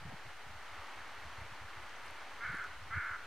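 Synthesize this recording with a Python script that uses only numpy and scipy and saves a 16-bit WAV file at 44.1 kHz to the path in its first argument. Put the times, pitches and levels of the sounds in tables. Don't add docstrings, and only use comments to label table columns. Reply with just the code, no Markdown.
import sys
import numpy as np
from scipy import signal
from scipy.io import wavfile
from scipy.ndimage import uniform_filter1d

SR = 44100
rng = np.random.default_rng(int(sys.argv[2]) if len(sys.argv) > 2 else 0)


def pcm_store(signal):
    levels = np.round(np.clip(np.atleast_2d(signal), -1, 1) * 32767)
    wavfile.write(sys.argv[1], SR, levels.astype(np.int16).T)


def level_to_linear(level):
    exponent = np.asarray(level, float) / 20
    return 10 ** exponent


N = 143766

# start in seconds, length in seconds, level in dB, pitch factor, extra rasp in dB.
CAWS = [
    (2.402, 0.281, -40.8, 1.015, 6),
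    (2.902, 0.285, -39, 0.985, 1),
]
# time after start in seconds, pitch in Hz.
CAW_PITCH = [
    (0, 218),
    (.016, 227),
    (.038, 232),
    (.047, 246),
    (.095, 247),
    (.14, 231),
    (.2, 221),
    (.27, 214),
]
# centre in Hz, width in Hz, level in dB, fading in dB per s, sinking share per s.
THROAT = [
    (1235, 240, -11.5, 18, .1),
    (1490, 220, 0, 0, .2),
    (1735, 240, -2.5, 18, .17),
    (2190, 240, -4, 28, .33),
]
# lag in seconds, level in dB.
ECHOES = [
    (.06, -22),
    (.108, -15),
    (.17, -20),
]
# time in seconds, peak in dB, pitch in Hz, ring in cycles.
SNAPS = [(.058, -64, 5500, 8), (.074, -62, 5500, 8), (.127, -63, 5500, 8), (0.848, -51, 4200, 4.5),
         (0.87, -52, 4600, 3.3), (.962, -57, 9000, 8), (1.568, -86, 9000, 8), (1.602, -59, 5000, 8),
         (1.681, -61, 7960, 9.1), (1.895, -50, 5270, 7.5), (1.963, -58, 6050, 84), (1.887, -62, 10500, 4),
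         (2.09, -64, 9000, 40), (2.56, -64, 9600, 40), (2.6, -62, 9500, 8), (2.652, -61, 9000, 8),
         (2.051, -59, 9200, 10), (2.062, -52, 9000, 4.6), (2.069, -60, 10600, 3.7),
         (2.081, -49.5, 4780, 11.4), (2.109, -50.5, 9600, 4), (2.207, -53, 5100, 10), (2.34, -61, 8200, 15),
         (2.521, -54, 8300, 4.4), (2.549, -55, 7900, 3.5), (2.552, -53, 9300, 5), (2.571, -50, 5870, 2.6),
         (2.585, -55, 8800, 6), (2.641, -49.5, 5500, 4.3), (2.644, -56.5, 10000, 4), (2.839, -55, 4900, 10),
         (2.86, -63, 9070, 8), (3.242, -62, 6500, 4), (3.256, -62, 6500, 5)]
# centre in seconds, peak in dB, pitch in Hz, width in seconds.
EDDIES = [(0.024, -50, 131, 0.016), (0.058, -44.5, 164, 0.013), (0.08, -45.5, 124.4, 0.029),
          (0.141, -46, 153, 0.0093), (0.272, -53.5, 120.6, 0.023), (0.468, -50.5, 107.7, 0.0087),
          (0.509, -52.5, 82, 0.026), (0.559, -53, 86.3, 0.027), (0.733, -55, 95, 0.015),
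          (0.799, -53, 84.7, 0.026), (.965, -68, 80, .015), (.99, -59, 96.3, 0.017),
          (1.02, -62, 69.8, 0.018), (1.185, -57, 96, 0.015), (1.3, -63, 70, .02), (1.33, -59, 90, .014),
          (1.263, -49, 76, 0.022), (1.389, -43.5, 92.8, 0.01), (1.418, -46.5, 94.7, 0.011),
          (1.449, -54, 106.3, 0.025), (1.524, -51.5, 118.4, 0.0091), (1.623, -49.5, 91.4, 0.016),
          (1.648, -49, 86.7, 0.019), (1.776, -54.5, 106.2, 0.016), (1.8, -55, 75.6, 0.014),
          (1.89, -70, 91, 0.013), (2.09, -57, 74, 0.015), (2.115, -61, 80, 0.015), (2.35, -62, 78, 0.03),
          (2.049, -67, 94, 0.026), (2.452, -51, 110.5, 0.0078), (2.481, -49, 83, 0.011),
          (2.501, -45.5, 131.2, 0.014), (2.538, -49.5, 189.2, 0.016), (2.6, -57, 103.7, 0.017),
          (2.72, -64, 88.5, 0.014), (2.79, -57, 81, 0.028), (2.885, -55, 84.3, 0.014),
          (2.94, -50, 111.4, 0.022), (2.99, -51, 81, 0.017), (3.145, -60, 80.5, .018),
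          (2.825, -50, 85.4, 0.048), (2.864, -53.5, 112, 0.021), (2.911, -46, 98, 0.0092),
          (2.972, -36.5, 92.1, 0.021), (3.116, -53, 84, 0.026)]
# centre in seconds, peak in dB, pitch in Hz, width in seconds.
FLICKS = [(.115, -52.5, 700, 0.017), (.128, -50, 262, 0.0083), (.495, -59, 223, 0.0088),
          (2.541, -48, 257.8, 0.012), (2.546, -48, 405, 0.0058), (2.968, -45.5, 150.5, .018),
          (.095, -54.5, 230, 0.013), (2.974, -47.5, 199, 0.015), (2.979, -51.5, 319, 0.0037)]
# time in seconds, level in dB.
TRAFFIC_SWELL = [(0, -52.5), (.2, -53), (.6, -53), (.74, -51), (.87, -50), (.95, -50), (1.1, -50.5),
                 (1.25, -50.5), (1.4, -50.5), (1.6, -51), (1.9, -51), (2.3, -50.5), (2.6, -51), (2.85, -53),
                 (3.26, -52)]
# frequency in Hz, density in dB per Hz.
TRAFFIC_COLOUR = [(200, -14.5), (320, -7), (525, -6), (913, 0.5), (1610, 2.5), (2600, -6.5), (4200, -15),
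                  (12000, -39.5)]
# frequency in Hz, density in dB per Hz.
HISS_COLOUR = [(200, -11.5), (500, -4.5), (1300, -8), (3000, 1.5), (6000, -7), (10000, -12), (15500, -25)]

RATTLE_PER_S, RATTLE_SLOWING_PER_S2, RATTLE_LAG_S = 52.5, 27, .0455
RATTLE_SWING_SHARE, RATTLE_GROWTH_PER_S, RATTLE_SWELL_DB = .1, .22, 2.5
JITTER_SHARE, SHIMMER_DB = .008, 2.3
RASP_DB, RASP_RISE_DB_PER_S, ONSET_RASP_DB, ONSET_RASP_S = -20, 32, 14, .018
BILL_SHUT_SHARE, BILL_OPENS_S, BILL_SWING_S = .065, .05, .016
VALLEY_HZ, VALLEY_WIDTH_HZ, VALLEY_DEPTH = 1885, 80, .5
ATTACK_S, ONSET_DB, FADE_DB_PER_S, RELEASE_S = .038, -11, 12.5, .034
WOODS_T60_S, WOODS_DB, WOODS_SIDE_DB, CROW_PAN_DB = .7, -19, -19, -1.1
EDDY_EDGE_PITCH_SHARE, EDDY_RUMBLE_DB = .55, -15
EDDY_TILT_DB, FLICK_TILT_DB = .6, 5.1
BREEZE_DB, BREEZE_SIDE_DB, BREEZE_LUMP_DB = -68, -11, 2
TRAFFIC_FLUTTER_DB, TRAFFIC_SIDE_DB, TRAFFIC_PAN_DB = .47, -22, -.3
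TOWN_HZ, TOWN_WIDTH_HZ, TOWN_DB, TOWN_FADE_DB_PER_S = 797, 360, -61, 4
HISS_DB, WHINE_HZ, WHINE_DB, OFFSET = -62, 10013, -98, -.00294
SIDES = np.array([[1], [-1]])


def crow():
    direct = np.zeros(N + SR)
    for start_s, length_s, db, factor, rasp_db in CAWS:
        voice = level_to_linear(db) * caw(length_s, factor, rasp_db)
        direct[int(start_s * SR):][:len(voice)] += voice
    t = np.arange(SR // 2) / SR
    decay = level_to_linear(-60 * t / WOODS_T60_S) * rng.standard_normal((2, len(t)))
    answer = level_to_linear(WOODS_DB) * rms_one(decay) / np.sqrt(len(t))
    for lag_s, db in ECHOES:
        smear = np.exp(-((t - lag_s) / .004) ** 2) * rng.standard_normal((2, len(t)))
        answer = answer + level_to_linear(db) * smear / np.sqrt(np.sum(smear ** 2) / 2)
    mid, side = signal.fftconvolve(direct[None], answer)[:, :N]
    return (direct[:N] + mid) * level_to_linear(CROW_PAN_DB / 2 * SIDES) + level_to_linear(WOODS_SIDE_DB) * side * SIDES


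def caw(length_s, factor, rasp_db):
    t = np.arange(int(.3 * SR)) / SR
    kick = rattle(t)
    hz = factor * np.interp(t, *np.transpose(CAW_PITCH))
    swing = (RATTLE_SWING_SHARE + RATTLE_GROWTH_PER_S * t) * kick
    hz = hz * (1 + swing + JITTER_SHARE * drift(92, size=len(t)))
    phase = 2 * np.pi * np.cumsum(hz) / SR
    k = np.arange(4, 13)[:, None]
    flutter = level_to_linear(SHIMMER_DB * np.array([drift(86, size=len(t)) for _ in k]))
    partials = np.cos(k * phase + 2 * np.pi * rng.random(k.shape))
    tone = (throat_gain(t, k * hz) * flutter * partials).sum(axis=0)
    onset_db = ONSET_RASP_DB * np.exp(-t / ONSET_RASP_S)
    rasp_gain = level_to_linear(RASP_DB + rasp_db + RASP_RISE_DB_PER_S * t + onset_db)
    voice = rms_one(tone) + rasp_gain * rms_one(throat_rasp(t, phase))
    attack = np.clip(t / .0075, 0, 1) * level_to_linear(ONSET_DB * np.clip(1 - t / ATTACK_S, 0, 1))
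    release = np.clip((length_s - t) / RELEASE_S, 0, 1) ** 1.6
    return voice * attack * release * level_to_linear(RATTLE_SWELL_DB * kick - FADE_DB_PER_S * t)


def rattle(t):
    u = t - RATTLE_LAG_S
    kick = 1 - np.abs(np.sin(np.pi * (RATTLE_PER_S * u - RATTLE_SLOWING_PER_S2 * u ** 2)))
    return uniform_filter1d(kick - .36, size=90) * np.clip(u * RATTLE_PER_S * 2 + 1, 0, 1)


def throat_gain(t, hz):
    bill = 1 - BILL_SHUT_SHARE * np.clip((BILL_OPENS_S - t) / BILL_SWING_S, 0, 1)
    power = 0
    for centre_hz, width_hz, db, fade, sag in THROAT:
        detune = 2 * (hz - centre_hz * (bill - sag * t)) / width_hz
        power = power + level_to_linear(2 * (db - fade * t)) / (1 + detune ** 2) ** 2
    valley = VALLEY_DEPTH * np.exp(-((hz - VALLEY_HZ) / VALLEY_WIDTH_HZ) ** 2)
    return np.sqrt(power) * (1 - valley)


def throat_rasp(t, phase):
    breath = rng.standard_normal(len(t)) * (1 + np.cos(phase))
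    return sum(level_to_linear(db - fade * t) * resonance_twice(breath, hz * (1 - sag / 6), width_hz)
               for hz, width_hz, db, fade, sag in THROAT)


def litter():
    out, t = np.zeros((2, N + SR)), np.arange(1500) / SR
    for (at_s, db, hz, cycles), noise in zip(SNAPS, rng.standard_normal((len(SNAPS), 2, len(t)))):
        crush_s = .0011 + .5 * cycles / hz
        crush = (noise[0] + .9 * noise) * np.exp(-((t - 2 * crush_s) / crush_s) ** 2)
        snap = resonance_twice(crush, hz, 2.4 * hz / cycles)
        out[:, int((at_s - 2 * crush_s) * SR):][:, :len(t)] += level_to_linear(db) * snap / np.abs(snap).max()
    return out[:, :N]


def wind():
    wobbles, swell = eddies(EDDIES, EDDY_TILT_DB)
    flicks, _ = eddies(FLICKS, FLICK_TILT_DB)
    low = signal.butter(2, [42, 105], "band", fs=SR, output="sos")
    rumble = rms_one(signal.sosfilt(low, rng.standard_normal((2, N))))
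    mid, side = rumble * (level_to_linear(BREEZE_DB + BREEZE_LUMP_DB * drift(8.1)) + level_to_linear(EDDY_RUMBLE_DB) * swell)
    return wobbles + flicks + mid + level_to_linear(BREEZE_SIDE_DB) * side * SIDES


def eddies(rows, tilt_db):
    t, out, swell = np.arange(N) / SR, np.zeros((2, N)), np.zeros(N)
    for (at_s, db, hz, width_s), (turn, tilt) in zip(rows, rng.random((len(rows), 2))):
        near = slice(max(int((at_s - .1) * SR), 0), int((at_s + .066) * SR))
        bump = np.exp(-np.log(16) * ((t[near] - at_s) / width_s) ** 2)
        skew_db = tilt_db * (tilt - .5) * SIDES
        pitch_hz = hz * (EDDY_EDGE_PITCH_SHARE + (1.1 - EDDY_EDGE_PITCH_SHARE) * bump)
        phase = 2 * np.pi * (np.cumsum(pitch_hz) / SR + turn + skew_db / 25)
        out[:, near] += level_to_linear(db + skew_db) * bump ** .45 * (np.cos(phase) + .12 * np.cos(2 * phase))
        swell[near] += level_to_linear(db) * bump ** .39
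    return out, swell


def traffic():
    t = np.arange(N) / SR
    swell_db = np.interp(t, *np.transpose(TRAFFIC_SWELL)) + TRAFFIC_FLUTTER_DB * drift(16)
    mid, side = coloured(TRAFFIC_COLOUR, patchy_db=.25, channels=2) * level_to_linear(swell_db)
    town = rms_one(resonance_twice(rng.standard_normal(N), TOWN_HZ, TOWN_WIDTH_HZ))
    mid = mid + town * level_to_linear(TOWN_DB - TOWN_FADE_DB_PER_S * t)
    return mid * level_to_linear(TRAFFIC_PAN_DB / 2 * SIDES) + level_to_linear(TRAFFIC_SIDE_DB) * side * SIDES


def coloured(colour, patchy_db, channels):
    out, edges_hz = 0, 140 * 2 ** np.arange(0, 7.1, .5)
    white = rng.standard_normal((2, channels, N))
    at_hz, density_db = np.transpose(colour)
    for k, (low, high) in enumerate(zip(edges_hz, edges_hz[1:])):
        band = signal.sosfilt(signal.butter(2, [low, high], "band", fs=SR, output="sos"), white[k % 2])
        db = np.interp(np.log(low * high) / 2, np.log(at_hz), density_db)
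        out = out + band * level_to_linear(db + patchy_db * drift(3.7))
    return rms_one(out)


def resonance(x, hz, width_hz):
    r = np.exp(-np.pi * width_hz / SR)
    poles = [1, -2 * r * np.cos(2 * np.pi * hz / SR), r * r]
    return signal.lfilter([(1 - r * r) / 2, 0, (r * r - 1) / 2], poles, x)


def resonance_twice(x, hz, width_hz):
    return resonance(resonance(x, hz, width_hz), hz, width_hz)


def drift(rate_hz, size=N):
    r = np.exp(-2 * np.pi * rate_hz / SR)
    settle = SR // 2
    wander = signal.lfilter([1], [1, -2 * r, r * r], rng.standard_normal(size + settle))
    return rms_one(wander[settle:])


def rms_one(x):
    return x / np.sqrt(np.mean(x ** 2) + 1e-20)


def scene():
    return crow() + litter() + wind() + traffic()


def roll_off(x):
    return signal.sosfilt(signal.butter(12, 15700, fs=SR, output="sos"), x)


def record(dry):
    hiss = level_to_linear(HISS_DB) * coloured(HISS_COLOUR, patchy_db=.1, channels=2)
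    whine = level_to_linear(WHINE_DB) * np.sqrt(2) * np.sin(2 * np.pi * WHINE_HZ * np.arange(N) / SR)
    bass_cut = signal.butter(1, 40, "high", fs=SR, output="sos")
    mix = signal.sosfilt(bass_cut, dry + hiss + whine) + OFFSET
    return roll_off(mix)


dry = scene()
out = record(dry)
pcm_store(out)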